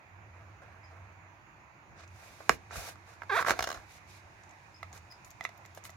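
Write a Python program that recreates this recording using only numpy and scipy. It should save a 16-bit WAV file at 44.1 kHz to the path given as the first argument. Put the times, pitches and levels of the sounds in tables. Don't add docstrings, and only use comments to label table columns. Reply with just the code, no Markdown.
import sys
import numpy as np
from scipy import signal
from scipy.fft import rfft, irfft, next_fast_len
from scipy.io import wavfile
from scipy.ndimage import uniform_filter1d

SR = 44100
rng = np.random.default_rng(int(sys.argv[2]) if len(sys.argv) > 2 else 0)


def pcm_store(signal):
    levels = np.round(np.clip(np.atleast_2d(signal), -1, 1) * 32767)
    wavfile.write(sys.argv[1], SR, levels.astype(np.int16).T)


N = 262836

# pitch in Hz, width in Hz, strength in dB.
SHELL_MODES = [(1153, 214, 1.5), (1345, 263, 3.5), (1617, 270, 1.5), (2047, 187, -3.5), (2207, 540, -0.5)]
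# pitch in Hz, width in Hz, strength in dB.
HOLLOW_MODES = [(503, 158, -1), (711, 130, 1.5), (896, 450, -26)]


def gain_of(db):
    return 10 ** (np.asarray(db) / 20)


def evened(x):
    return x / np.sqrt(np.mean(x ** 2) + 1e-20)


def read(points, hz):
    f, value = np.transpose(points)
    return np.interp(np.log(hz + 1), np.log(f + 1), value)


def along(rows, column):
    rows = np.array(rows)
    return np.interp(np.arange(N) / SR, rows[:, 0], rows[:, column])


def add(mix, s, sound):
    part = mix[..., round(s * SR):][..., :sound.shape[-1]]
    part += sound[..., :part.shape[-1]]


def ring(modes, contact_ms=0.):
    t = np.arange(4096) / SR
    out = np.zeros(len(t))
    for k, (hz, width, db) in enumerate(modes):
        dying = np.exp(-np.pi * width * t)
        out += (-1) ** k * gain_of(db) * dying * np.sin(2 * np.pi * hz * t)
    push = np.hanning(3 + int(contact_ms * SR / 1000))
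    out = np.convolve(out, push)[:len(t)]
    return out / abs(out).max()


def coloured(x, points):
    size = next_fast_len(N)
    gain = gain_of(read(points, np.fft.rfftfreq(size, 1 / SR)))
    return irfft(rfft(x, size) * gain, size)[..., :N]


def air():
    # pitch in Hz, likeness from -1 to 1.
    likeness = [(60, 0.77), (180, 0.83), (550, 0.71), (1650, -0.27), (4970, 0.13), (15000, -0.03)]
    # pitch in Hz, level in dB per Hz.
    spectrum = [(25, 8), (55, -2), (95, 1.5), (205, -7.5), (260, -14), (325, -6), (450, -15.5), (630, -8),
                (940, -4), (1250, -9.5), (2500, -10.5), (3100, -26.5), (5500, -30.5), (6900, -24.5),
                (7600, -44), (16000, -41.5)]
    # time in seconds, level in dB.
    hum_levels = [(0.0, -87), (0.13, -56), (0.53, -53.5), (0.58, -62.5), (1.03, -52), (1.73, -82),
                  (2.12, -50.5), (2.26, -68), (2.8, -56.5), (2.92, -62), (3.62, -56.5), (3.95, -70),
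                  (4.1, -58.5), (4.7, -68), (4.86, -51.5), (5.21, -70), (5.96, -58)]
    noise_db, hum_hz, hum_waver_hz = -55.5, 94, 10

    frames, hz = N // 256 + 5, np.fft.rfftfreq(1024, 1 / SR)
    a, b, c, d, patches = rng.standard_normal((frames, 513, 5)).T
    patches = uniform_filter1d(patches, 12, 0)
    patches = evened(uniform_filter1d(patches, 14, 1))
    same = np.clip(read(likeness, hz), -1, 1)[:, None]
    left = a + 1j * b
    right = same * left + np.sqrt(1 - same ** 2) * (c + 1j * d)
    z = np.array([left, right]) * gain_of(1.5 * patches)
    wash = signal.istft(z, nperseg=1024, noverlap=768)[1][:, :N]
    wash = gain_of(noise_db) * evened(coloured(wash, spectrum))

    waver = evened(uniform_filter1d(rng.standard_normal(N), 900))
    turns = np.cumsum(hum_hz + hum_waver_hz * waver) / SR
    hum = np.sqrt(2) * gain_of(along(hum_levels, 1)) * np.sin(2 * np.pi * turns)
    return wash + hum


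def rubs():
    # start in seconds, length in seconds, rise in seconds, hiss in dB,
    # treble in dB relative to the hiss, shell scraping in dB.
    strokes = [(1.922, 0.15, 0.072, -57.5, -42, -59.5), (2.007, 0.61, 0.22, -62.5, -3, -62.5),
               (2.491, .09, 0.0049, -53.5, 1, -58), (2.694, 0.062, 0.019, -53.5, -29, -49.5),
               (2.712, 0.25, 0.047, -46, -1, -50), (3.038, 0.14, .042, -64.5, -7, -60.5),
               (3.275, 0.172, 0.091, -43.5, -4.5, -43), (3.441, 0.098, 0.044, -36.5, -7.5, -35),
               (3.513, 0.085, 0.01, -54, -7, -47.5), (3.57, 0.32, 0.012, -57.5, -7, -51.5),
               (3.843, 0.17, 0.069, -60.5, -4.5, -69), (4.063, 0.17, 0.026, -59.5, -8, -87),
               (4.921, 0.088, .0085, -60.5, -1.5, -59.5), (5.243, 0.063, .005, -75.5, 13, -94),
               (5.413, 0.06, 0.026, -57, -19, -56), (5.754, .047, 0.0042, -66, 3, -75),
               (5.843, 0.05, 0.0022, -55.5, 7, -58.5)]
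    swish = (0.72, -1.69, -68.5, -12, -55.5)
    # hiss in dB, treble in dB relative to the hiss.
    handling = (-67.5, -14)
    # pitch in Hz, level in dB per Hz.
    skin = [(1470, -5), (2500, 4.5), (2600, -1.5), (3280, -6), (3740, 0), (4240, -2), (6600, -0.5),
            (8140, -6), (12300, -4), (16000, -15)]
    swish_count, swish_start_s, swish_every_s = 3, 0.34, 0.28
    handling_start_s, handling_rise_s = 1.95, .25
    fall_share = 0.41
    waver_db = 1.6

    t = np.arange(N) / SR
    hiss_db, treble_db = handling
    steady = gain_of(hiss_db) * np.clip((t - handling_start_s) / handling_rise_s, 0, 1) ** 2
    steady_treble = gain_of(treble_db) * steady
    dull, bright, scrape = np.zeros((3, N))
    swishes = [(swish_start_s + k * swish_every_s, *swish) for k in range(swish_count)]
    for s, length, rise, hiss_db, treble_db, scrape_db in swishes + strokes:
        fall = fall_share * (length - rise)
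        stroke = np.interp(t - s, [0, rise, length - fall, length], [0, 1, 1, 0]) ** 2
        dull += gain_of(hiss_db) * stroke
        bright += gain_of(hiss_db + treble_db) * stroke
        scrape += gain_of(scrape_db) * stroke

    uneven = gain_of(waver_db * evened(uniform_filter1d(rng.standard_normal(N), 900)))
    grain_db = 0.63 * rng.exponential(1, (4, N // 64 + 1)).repeat(64, 1)[:, :N]
    grains = rng.standard_normal((4, N)) * gain_of(grain_db)
    hiss = evened(coloured(grains[:2], skin))
    low = signal.sosfiltfilt(signal.butter(2, 7500, fs=SR, output="sos"), hiss)
    treble = hiss - low
    skin_hiss = (uneven * dull + steady) * low + (uneven * bright + steady_treble) * treble

    shell = ring(SHELL_MODES, 0.24) + gain_of(-3) * ring(HOLLOW_MODES, 0.3)
    shared_grains = grains[2:] + 0.85 * grains[:1:-1]
    scraped = signal.oaconvolve(shared_grains, shell[None], axes=1)[:, :N]
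    return skin_hiss, uneven * scrape * evened(scraped)


def chirps():
    # start in seconds, level in dB before throbbing, starting pitch in Hz,
    # each overtone in dB relative to the note.
    calls = [(0.8323, -65, 5080, -28), (4.741, -61, 5105, -36), (5.099, -57, 5140, -20)]
    t60_s, throb_db = 0.058, 4.0

    out, t = np.zeros(N), np.arange(8000) / SR
    for s, db, hz, over_db in calls:
        wobble = evened(uniform_filter1d(rng.standard_normal(len(t)), size=120))
        throb = evened(uniform_filter1d(rng.standard_normal(len(t)), size=200))
        turns = np.cumsum(hz * (1 - 0.18 * t + 0.021 * wobble)) / SR
        overtones = np.sin(4 * np.pi * turns) + np.sin(6 * np.pi * turns)
        note = np.sin(2 * np.pi * turns) + gain_of(over_db) * overtones
        level = gain_of(db + throb_db * throb - 60 * np.maximum(t - .025, 0) / t60_s)
        add(out, s, level * np.minimum(t / 0.004, 1) * note)
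    return out


def chatter(ms, chance, loose, apart):
    n = np.arange(chance.shape[1])
    apart = np.clip(apart, 0, 1)
    contacts = np.sqrt(1 - apart ** 2) * chance[2] + apart * chance[:2]
    fading = np.exp(-(n / (max(ms, .2) * SR / 1000)) ** 2)
    return loose * contacts * fading + (n == 0)


def blows(rows, body):
    # pitch in Hz, width in Hz, strength in dB.
    brittle = [(2810, 155, -5.5), (4240, 550, 2), (5130, 140, -4.5), (6470, 1240, 7.5), (8900, 640, -5),
               (10500, 5400, 10)]
    out, chance = np.zeros((2, N)), rng.standard_normal((len(rows), 3, 900))
    uneven = rng.uniform(0.53, 1.47, len(rows))
    shell, crack, hollow = ring(body, 0.21), ring(brittle), ring(HOLLOW_MODES, 0.5)
    for (s, db, crack_db, hollow_db, ms), noise, share in zip(rows, chance, uneven):
        # resonance, relative dB, looseness, port difference, share of the chatter time
        parts = ((shell, 0, .12, .6, .6),
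                 (crack, crack_db, .3, .9, 1),
                 (hollow, hollow_db, .05, .3, .8))
        for modes, part_db, loose, apart, lasting in parts:
            contacts = chatter(lasting * share * ms, noise, loose, apart)
            sound = signal.fftconvolve(contacts, modes[None], axes=1)
            add(out, s, gain_of(db + part_db) * sound / abs(sound.mean(0)).max())
    return out


def knocks():
    # start in seconds, body peak in dB, crack in dB relative to the body,
    # hollow in dB relative to the body.
    hits = [(2.006, -45, -12, -14), (2.4044, -44.5, -14, 5), (2.4938, -5.5, -9, -12.5),
            (2.708, -38, -23, -6), (2.7554, -36.5, -15, -4), (2.956, -44, -12, -8), (3.2192, -30, -24, -40),
            (3.2329, -37, -16, -7), (3.483, -17, -14, -8.5), (3.495, -17, -7, -11.5),
            (3.5065, -11, -8, -12.5), (3.5143, -27, -3, 3), (3.5362, -29.5, -23, -4.5),
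            (5.7738, -42, -6, 4.5)]
    full_force_ms, lighter_ms_per_db = 1.3, .14
    return blows([(*row, full_force_ms - lighter_ms_per_db * row[1]) for row in hits], SHELL_MODES)


def ticks():
    # start in seconds, peak in dB, treble ring in dB relative to the main ring.
    clicks = [(2.0776, -49.5, -14), (2.1618, -52, -18), (2.7138, -43.5, -17), (4.4357, -47, -19),
              (4.493, -51, -20), (4.5096, -48.5, -20), (4.929, -40.5, -21), (4.9767, -42.5, -21),
              (5.247, -43, -28), (5.305, -40, -1), (5.313, -44.5, -16), (5.427, -51, -8), (5.44, -35, -8),
              (5.5762, -46.5, 2), (5.6595, -44, -8), (5.749, -41, 1), (5.839, -40, -10), (5.902, -40, -4)]
    out, chance = np.zeros((2, N)), rng.standard_normal((len(clicks), 3, 900))
    for (s, db, top_db), noise in zip(clicks, chance):
        click = ring([(6730, 870, 0)], .06) + gain_of(top_db) * ring([(12800, 1000, 0)])
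        contacts = chatter(5.4, noise, 0.12, 0.88)
        sound = signal.fftconvolve(contacts, click[None, :400], axes=1)
        add(out, s, gain_of(db) * sound / abs(sound.mean(0)).max())
    return out


def thuds():
    # start in seconds, peak in dB.
    landings = [(2.496, -24.5), (2.509, -34.5), (2.765, -32.5), (3.508, -38), (3.596, -35), (3.755, -38.5)]
    # pitch in Hz, width in Hz, strength in dB.
    thump = [(85, 100, -8), (145, 41, -6.5), (196, 99, -0.5), (295, 68, -1.5), (473, 110, 2)]
    hard_db, hard_ms, softer_ms_per_db = -27, 1.43, 1.5
    out = np.zeros(N)
    for s, db in landings:
        contact_ms = max(hard_ms + softer_ms_per_db * (hard_db - db), 0)
        add(out, s, gain_of(db) * ring(thump, contact_ms))
    return out


def squeak():
    # time in seconds, slips per second in Hz, level in dB.
    drag = [(3.291, 559.4, -30), (3.303, 534, -30.5), (3.309, 423.6, -34.5), (3.325, 385.7, -29),
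            (3.346, 425, -29.5), (3.365, 530, -27), (3.37, 632.6, -23.5), (3.381, 715, -26.5),
            (3.393, 526, -26), (3.399, 476, -31), (3.406, 457.3, -31)]
    rough_start, rough_end = .1, .24
    grip_hz = 139

    db, slips_hz, t = along(drag, 2), along(drag, 1), np.arange(N) / SR
    start, end = drag[0][0], drag[-1][0]
    rough = np.interp(t, [start, end], [rough_start, rough_end])
    waver = evened(uniform_filter1d(rng.standard_normal(N), 90))
    turns = np.cumsum(slips_hz * (1 + 0.2 * rough * waver)) / SR
    slips = np.diff(np.floor(turns), prepend=0) * gain_of(1.2 * rough * rng.standard_normal(N))
    grit = 0.022 * rough * rng.standard_normal(N) * np.exp(-(turns % 1) / 0.5)
    dragging = np.clip((t - start) / .007, 0, 1) ** 2 * (t < end)
    drive = (slips + grit) * dragging * gain_of(db) / np.sqrt(slips_hz / SR)

    shell = ring(SHELL_MODES, 0.24) + gain_of(-15.5) * ring(HOLLOW_MODES, 0.35)
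    shell += gain_of(-12) * ring([(3480, 640, 0)], 0.11)
    shell *= np.exp(-np.pi * grip_hz * t[:len(shell)])
    return signal.oaconvolve(drive, shell / np.linalg.norm(shell))[:N]


def jerks():
    # start in seconds, body peak in dB.
    releases = [(3.4029, -30), (3.41, -23.5), (3.4166, -26), (3.4248, -20), (3.4473, -23.5), (3.463, -20.5),
                (3.471, -22)]
    # crack and hollow in dB relative to the body, typical chatter in milliseconds.
    character = (-18, -30, 4.8)
    return blows([(*row, *character) for row in releases], SHELL_MODES)


def hinge_slips():
    # start in seconds, body peak in dB, crack in dB relative to the body.
    slips = [(3.5908, -20, -7.5), (3.6058, -24.5, -7), (3.6247, -27, 0.8), (3.64, -27.5, 0),
             (3.6722, -26, -5), (3.6893, -30.5, -3), (3.7018, -30, -2), (3.7154, -31, -2.5),
             (3.7266, -35.5, 0.5), (3.7438, -37.5, -2), (3.7604, -48, -18), (3.7737, -41, -11),
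             (3.8, -48, -20)]
    # hollow in dB relative to the body, typical chatter in milliseconds.
    character = (-5, 5.5)
    return blows([(*row, *character) for row in slips], SHELL_MODES)


def taps():
    # start in seconds, body peak in dB, crack in dB relative to the body,
    # hollow in dB relative to the body.
    touches = [(4.8294, -29.5, -17, -16), (5.1235, -45.5, -0.5, -27), (5.4088, -29, -14, -17),
               (5.451, -21.5, -13.5, -18), (5.4906, -43, -5.5, -5.5), (5.652, -44.5, -4, -19),
               (5.8523, -41, 0, -26), (5.894, -40.5, -8, -10)]
    # pitch in Hz, width in Hz, strength in dB.
    tray = [(1285, 130, 0), (680, 94, -7), (2020, 106, 7), (2670, 290, -2), (3720, 680, 4)]
    typical_chatter_ms = 3
    return blows([(*row, typical_chatter_ms) for row in touches], tray)


def room(x):
    # pitch in Hz, time to die by 60 dB in seconds.
    dying = [(200, 0.28), (1000, 0.071), (4000, 0.18), (12000, 0.097)]
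    echoes = np.zeros((2, SR // 2))
    at = np.arange(120, SR // 2 - 20, 20)
    at = at + rng.integers(0, 20, (2, len(at)))
    np.put_along_axis(echoes, at, rng.choice([-1., 1.], at.shape), 1)
    hz, t, z = signal.stft(echoes, SR, nperseg=128)
    fading = gain_of(-60 * t / read(dying, hz)[:, None])
    tail = signal.istft(z * fading, SR, nperseg=128)[1]
    return signal.fftconvolve(x[None], tail / np.linalg.norm(tail[0]), axes=1)[:, :N]


def ports(x):
    # pitch in Hz, lead of the left port over the right in radians.
    phase_lead = [(0, 0.68), (5860, 0.68), (9560, 3.8), (10900, 3.2), (12500, 13), (13700, 7.1),
                  (15800, 13), (16400, 38)]
    size = next_fast_len(N + 4096)
    lead = np.exp(.5j * read(phase_lead, np.fft.rfftfreq(size, 1 / SR)))
    return irfft(rfft(x, size) * np.array([lead, 1 / lead]), size)[:, :N]


def scene():
    hiss, scrape = rubs()
    struck = knocks() + jerks() + hinge_slips() + taps()
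    case = struck + thuds() + ticks() + squeak() + scrape
    far = chirps()
    echoes = gain_of(-9.0) * room(case.mean(0)) + gain_of(-2) * room(far)
    return ports(case) + hiss + far + echoes + air()


def record(dry):
    # pitch in Hz, left minus right level in dB.
    balance = [(60, -1.5), (250, -3.5), (600, 0.5), (1100, -6), (1900, -7.5), (3500, -4), (6500, 4.5),
               (9000, -4.5), (15000, -0.5)]
    leaned = [coloured(x, [(hz, side * db / 2) for hz, db in balance]) for x, side in zip(dry, (1, -1))]
    leaned = signal.sosfilt(signal.butter(4, 56, "high", fs=SR, output="sos"), leaned)
    treble_limit = signal.firwin(511, 16000, window=("kaiser", 9), fs=SR)
    return signal.oaconvolve(leaned, treble_limit[None], "same")


dry = scene()
out = record(dry)
pcm_store(out)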